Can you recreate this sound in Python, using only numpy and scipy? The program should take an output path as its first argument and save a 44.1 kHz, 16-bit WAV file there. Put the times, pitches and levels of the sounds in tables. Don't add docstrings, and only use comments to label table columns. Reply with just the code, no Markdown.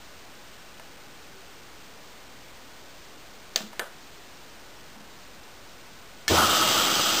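import sys
import numpy as np
from scipy import signal
from scipy.fft import rfft, irfft
from scipy.io import wavfile
from scipy.ndimage import uniform_filter1d

SR = 44100
rng = np.random.default_rng(int(sys.argv[2]) if len(sys.argv) > 2 else 0)


def pcm_store(signal):
    levels = np.round(np.clip(np.atleast_2d(signal), -1, 1) * 32767)
    wavfile.write(sys.argv[1], SR, levels.astype(np.int16).T)


N = 317520
TIME = np.arange(N) / SR
VALVE_OPENS_S, ANTI_ALIAS_HZ = 6.280, 5540

# frequency in Hz, relative density in dB.
HUSH_SPECTRUM = [(20, -2.5), (50, 1.5), (120, -2), (300, 0), (700, -2), (1500, -5), (2500, -7.5),
                 (4000, -9), (5500, -10.5)]
# start in seconds, direct peak in dB,
# contact centre in Hz, contact width in Hz, then diffuse ring, thud, thud's ring and bounce in relative dB.
PANEL_CLICKS = [ (0.7974, -30, 1500, 2400, -10.5, -10, -1.5, -13),
                (3.5598, -3, 4410, 2540, -7.5, -18.5, -2.5, -11.5),
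                (3.7308, -32, 1390, 2400, -7, -10.5, 1, -4.5),
                (3.7949, -10, 2220, 4150, -11, -13, 2.5, -10.5), ]
# start in seconds, thump in dB, rattle in dB.
CABINET_BUMPS = [ (3.606, -42.5, -34.5), (3.634, -42.5, -53), (4.958, -46.5, -45), (5.006, -51, -44),
                 (5.460, -66, -52.5), ]
# frequency in Hz, relative level in dB, 60 dB decay time in seconds.
PANEL_MODES = [(213, 4.5, 0.18), (517, -4, 0.17), (660, -2, 0.13), (1140, -8, 0.029), (1330, -1, 0.12),
               (1580, -8, 0.23), (1763, -3, 0.11), (2145, -0.5, 0.025), (3020, -1.5, 0.033),
               (4130, -6.5, 0.018), (4000, -11.5, 0.027), (4750, 2.5, 0.028)]
# frequency in Hz, relative density in dB.
CABINET_SPECTRUM = [(120, -10), (220, 0.5), (400, -2), (650, 0), (1000, -4), (1450, 5), (2300, -3.5),
                    (3200, 0.5), (4400, -3), (5500, -3)]
# frequency in Hz, relative level in dB, 60 dB decay time in seconds.
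VALVE_MODES = [(1765, 2, 0.1), (2195, -4, 0.064), (3270, -7, 0.053), (4210, -1, 0.042), (5270, 0, 0.024)]
# frequency in Hz, relative density in dB.
JET_SPECTRUM = [(100, -23), (700, -15.5), (1700, -6.5), (2400, -5.5), (2750, -0.5), (3150, 3), (3600, -1),
                (4400, -1), (5100, 1), (5600, -4)]
# time in seconds, relative level in dB.
JET_ENVELOPE = [(6.3, -26.5), (6.34, -28), (6.348, -24.5), (6.408, -27), (6.682, -26), (7.15, -27.5)]
# frequency in Hz, bandwidth in Hz, relative gain in dB.
NOZZLE_MODES = [(2837, 6, 3), (3095, 14, 1), (3209, 16, -1), (3350, 25, -2), (3536, 16, -2), (3670, 25, -4),
                (3795, 16, -3), (3898, 10, -1), (4657, 25, -3), (5033, 12, 2), (5056, 12, 0)]
# frequency in Hz, bandwidth in Hz, relative gain in dB.
DRAWER_MODES = [(1124, 21, -4), (1216, 30, -4), (1265, 25, 2), (1309, 62, -1.5), (1427, 64, -5.5),
                (1504, 47, -7)]
# middle in seconds, half-width in seconds, relative level in dB.
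DRAWER_SPURTS = [(6.421, 0.068, -20), (6.533, 0.072, -25.5), (6.62, 0.031, -22), (6.698, 0.033, -26),
                 (6.793, 0.058, -24.5), (6.89, 0.069, -26.5), (6.985, 0.026, -26), (7.083, 0.052, -26),
                 (7.195, 0.026, -26.5)]
# time in seconds, frequency in Hz.
AIR_RESONANCE = [(6.29, 280), (6.335, 360.4), (6.355, 825), (6.42, 869), (6.46, 1260)]
# frequency in Hz, relative density in dB.
GUSH_SPECTRUM = [(50, -39), (90, -6), (130, -10), (220, -4), (330, -3.5), (430, -7.5), (600, -4.5),
                 (850, -4.5), (1050, -7), (1600, -9), (3000, -23)]
# frequency in Hz, bandwidth in Hz, relative gain in dB.
TUB_MODES = [(330, 14, 3), (504, 16, -2), (614, 30, -3), (830, 20, 0), (994, 16, -4)]


def undb(db):
    return 10 ** (np.asarray(db) / 20)


def unit(x):
    return x / np.sqrt(np.mean(x ** 2))


def unit_energy(response):
    return response / np.linalg.norm(response)


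def fade(t, t60):
    return undb(-60 * t / t60)


def low_pass(x, hz):
    return signal.sosfilt(signal.ellip(12, .1, 80, hz, fs=SR, output="sos"), x)


def colour(x, spectrum):
    hz, db = np.transpose(spectrum)
    bins = np.maximum(np.fft.rfftfreq(N, 1 / SR), 1)
    gain = undb(np.interp(np.log(bins), np.log(hz), db))
    return unit(irfft(rfft(x) * gain, N))


def band(x, hz, width):
    return signal.lfilter(*signal.iirpeak(hz, hz / width, fs=SR), x)


def resonate(x, modes):
    return unit(sum((-1) ** k * undb(db) * band(x, hz, width) for k, (hz, width, db) in enumerate(modes)))


def ring(t, modes):
    partials = (undb(db) * unit_energy(fade(t, t60) * np.sin(2 * np.pi * hz * t)) for hz, db, t60 in modes)
    return unit_energy(sum(partials))


def wander(per_s):
    span = int(SR / per_s)
    steps = np.repeat(rng.standard_normal(N // span + 1), span)
    return unit(uniform_filter1d(uniform_filter1d(steps, span), span)[:N])


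def drops(per_s, spread_db):
    impacts = (rng.random(N) < per_s / SR) * rng.choice([-1, 1], N)
    return unit(impacts * undb(spread_db * rng.standard_normal(N)))


def room_tone(hush_db=-53.5, whine_hz=1481, whine_db=-70):
    whine = np.sin(2 * np.pi * np.cumsum(whine_hz + 4 * wander(30)) / SR)
    hush = unit(low_pass(colour(rng.standard_normal(N), HUSH_SPECTRUM), ANTI_ALIAS_HZ))
    return undb(hush_db) * hush + unit(whine) * undb(whine_db + 3.2 * wander(3))


def click_contacts(thud_hz=600, thud_width_hz=750, bounce_s=.0021, shrink=.55, loss_db=-2, dull=.62):
    for start_s, db, hz, width, ring_db, thud_db, thud_ring_db, bounce_db in PANEL_CLICKS:
        yield start_s, db, hz, width, ring_db
        yield start_s, db + thud_db, thud_hz, thud_width_hz, thud_ring_db
        for k in range(2):
            start_s += bounce_s * shrink ** k
            yield start_s, db + bounce_db + k * loss_db, dull * hz, dull * hz, -4


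def knocks(contacts, panel_db=-8, scatter_db=-7, scatter_t60=0.017, cabinet_t60=0.33):
    t = TIME[:SR // 2]
    impulse = 1. * (t == 0)
    panel = undb(panel_db) * ring(t, PANEL_MODES)
    hollow = colour(rng.standard_normal(N), CABINET_SPECTRUM)
    out = np.zeros(N + len(t))
    for start_s, db, hz, width, ring_db in contacts:
        pulse = band(band(impulse, hz, width), hz, width)
        pulse /= np.abs(pulse).max()
        early = undb(scatter_db) * unit_energy(rng.standard_normal(len(t)) * fade(t, scatter_t60))
        diffuse = np.roll(hollow, rng.integers(N))[:len(t)]
        late = undb(ring_db) * unit_energy(diffuse * fade(t, cabinet_t60))
        body = signal.fftconvolve(pulse, panel + early + late)[:len(t)]
        start = int(start_s * SR)
        out[start:start + len(t)] += undb(db) * (pulse + body)
    return out[:N]


def hoot(hz=386, middle_s=1.37, half_width_s=0.039, db=-53):
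    swell = np.exp(-((TIME - middle_s) / half_width_s) ** 2)
    return undb(db) * np.sin(2 * np.pi * hz * TIME) * swell


def bump_contacts(thump_hz=250, thump_width_hz=160, rattle_hz=690, rattle_width_hz=1000, rattle_ring_db=7):
    for start_s, thump_db, rattle_db in CABINET_BUMPS:
        yield start_s, thump_db, thump_hz, thump_width_hz, 0
        yield start_s, rattle_db, rattle_hz, rattle_width_hz, rattle_ring_db


def mains_hum(hz=50, start_s=4.3, db=-67):
    return undb(db) * np.sin(2 * np.pi * hz * TIME) * np.clip(TIME - start_s, 0, 1)


def plunger(ring_energy_db=7, clack_db=-20, clack_t60=0.04):
    t = np.maximum(TIME - VALVE_OPENS_S, 0)
    clack = undb(clack_db) * unit(band(rng.standard_normal(N), hz=2500, width=6000)) * fade(t, clack_t60)
    return (t > 0) * (undb(ring_energy_db) * ring(t, VALVE_MODES) + clack)


def build_up(rise_s):
    return np.clip((TIME - VALVE_OPENS_S) / rise_s, 0, 1)


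def rush(hold_s, release_t60, delay_s=0.0072, rise_s=0.022):
    t = TIME - VALVE_OPENS_S - delay_s
    return np.clip(t / rise_s, 0, 1) * fade(np.maximum(t - hold_s, 0), release_t60)


def jet(gain_db=6, whistle_db=-9, fill_s=.22):
    spray = drops(per_s=12000, spread_db=2.5) * undb(0.27 * wander(60))
    hiss = colour(spray, JET_SPECTRUM)
    whistle = resonate(drops(per_s=8100, spread_db=0.5), NOZZLE_MODES) * build_up(fill_s)
    level_db = gain_db + np.interp(TIME, *np.transpose(JET_ENVELOPE))
    return (hiss + undb(whistle_db) * whistle) * undb(level_db)


def drawer_drumming(gain_db=-2.5, build_s=.1):
    patter = resonate(drops(per_s=2500, spread_db=3), DRAWER_MODES)
    steady = undb(-36.5) * build_up(build_s)
    swells = [undb(db) * np.exp(-((TIME - middle) / width) ** 2) for middle, width, db in DRAWER_SPURTS]
    return undb(gain_db) * patter * np.linalg.norm([steady, *swells], axis=0)


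def gush(tub_db=-6.5, flow_db=-27, settle_t60=10, aerated_db=-30, purge_s=0.16, purge_t60=.15):
    splash = colour(drops(per_s=2500, spread_db=1.5), GUSH_SPECTRUM)
    tub = resonate(drops(per_s=1300, spread_db=4), TUB_MODES)
    flow = undb(flow_db) * rush(purge_s, settle_t60)
    aerated = undb(aerated_db) * rush(purge_s, purge_t60)
    return unit(splash + undb(tub_db) * tub) * np.hypot(flow, aerated)


def air_purge(width_hz=420, db=-26):
    hz = np.interp(TIME, *np.transpose(AIR_RESONANCE))
    phase = 2 * np.pi * np.cumsum(hz) / SR
    smoothing = signal.butter(3, width_hz / 2, fs=SR, output="sos")
    turbulence = signal.sosfilt(smoothing, rng.standard_normal((2, N)))
    gurgle = unit(turbulence[0] * np.cos(phase) + turbulence[1] * np.sin(phase))
    return undb(db) * gurgle * rush(hold_s=0.14, release_t60=0.12)


def hose_shudder(hz=87, drift=0.028, overtone_db=-11, shudder_db=-32, flow_db=-55):
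    phase = 2 * np.pi * np.cumsum(hz * (1 + drift * wander(32))) / SR
    tone = np.sin(phase) + undb(overtone_db) * np.sin(2 * phase)
    shake = unit(tone * undb(0.71 * wander(40)))
    surge = undb(shudder_db) * rush(hold_s=0.11, release_t60=.26)
    return shake * np.hypot(surge, undb(flow_db))


def scene():
    impacts = knocks([*click_contacts(), *bump_contacts()])
    background = room_tone() + hoot() + mains_hum()
    valve = plunger()
    water = jet() + drawer_drumming() + gush() + air_purge() + hose_shudder()
    return (impacts + background + valve + build_up(rise_s=0.013) * water)[None]


def record(dry, hold_samples=4, step=1 / 128, offset_db=-72, top_hz=15500):
    anti_alias = signal.firwin(129, ANTI_ALIAS_HZ + 170, fs=SR)
    decimated = signal.fftconvolve(dry, anti_alias[None], "same")[:, ::hold_samples]
    quantised = step * np.floor((decimated + undb(offset_db)) / step)
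    return low_pass(np.repeat(quantised, hold_samples, axis=1), top_hz)


dry = scene()
out = record(dry)
pcm_store(out)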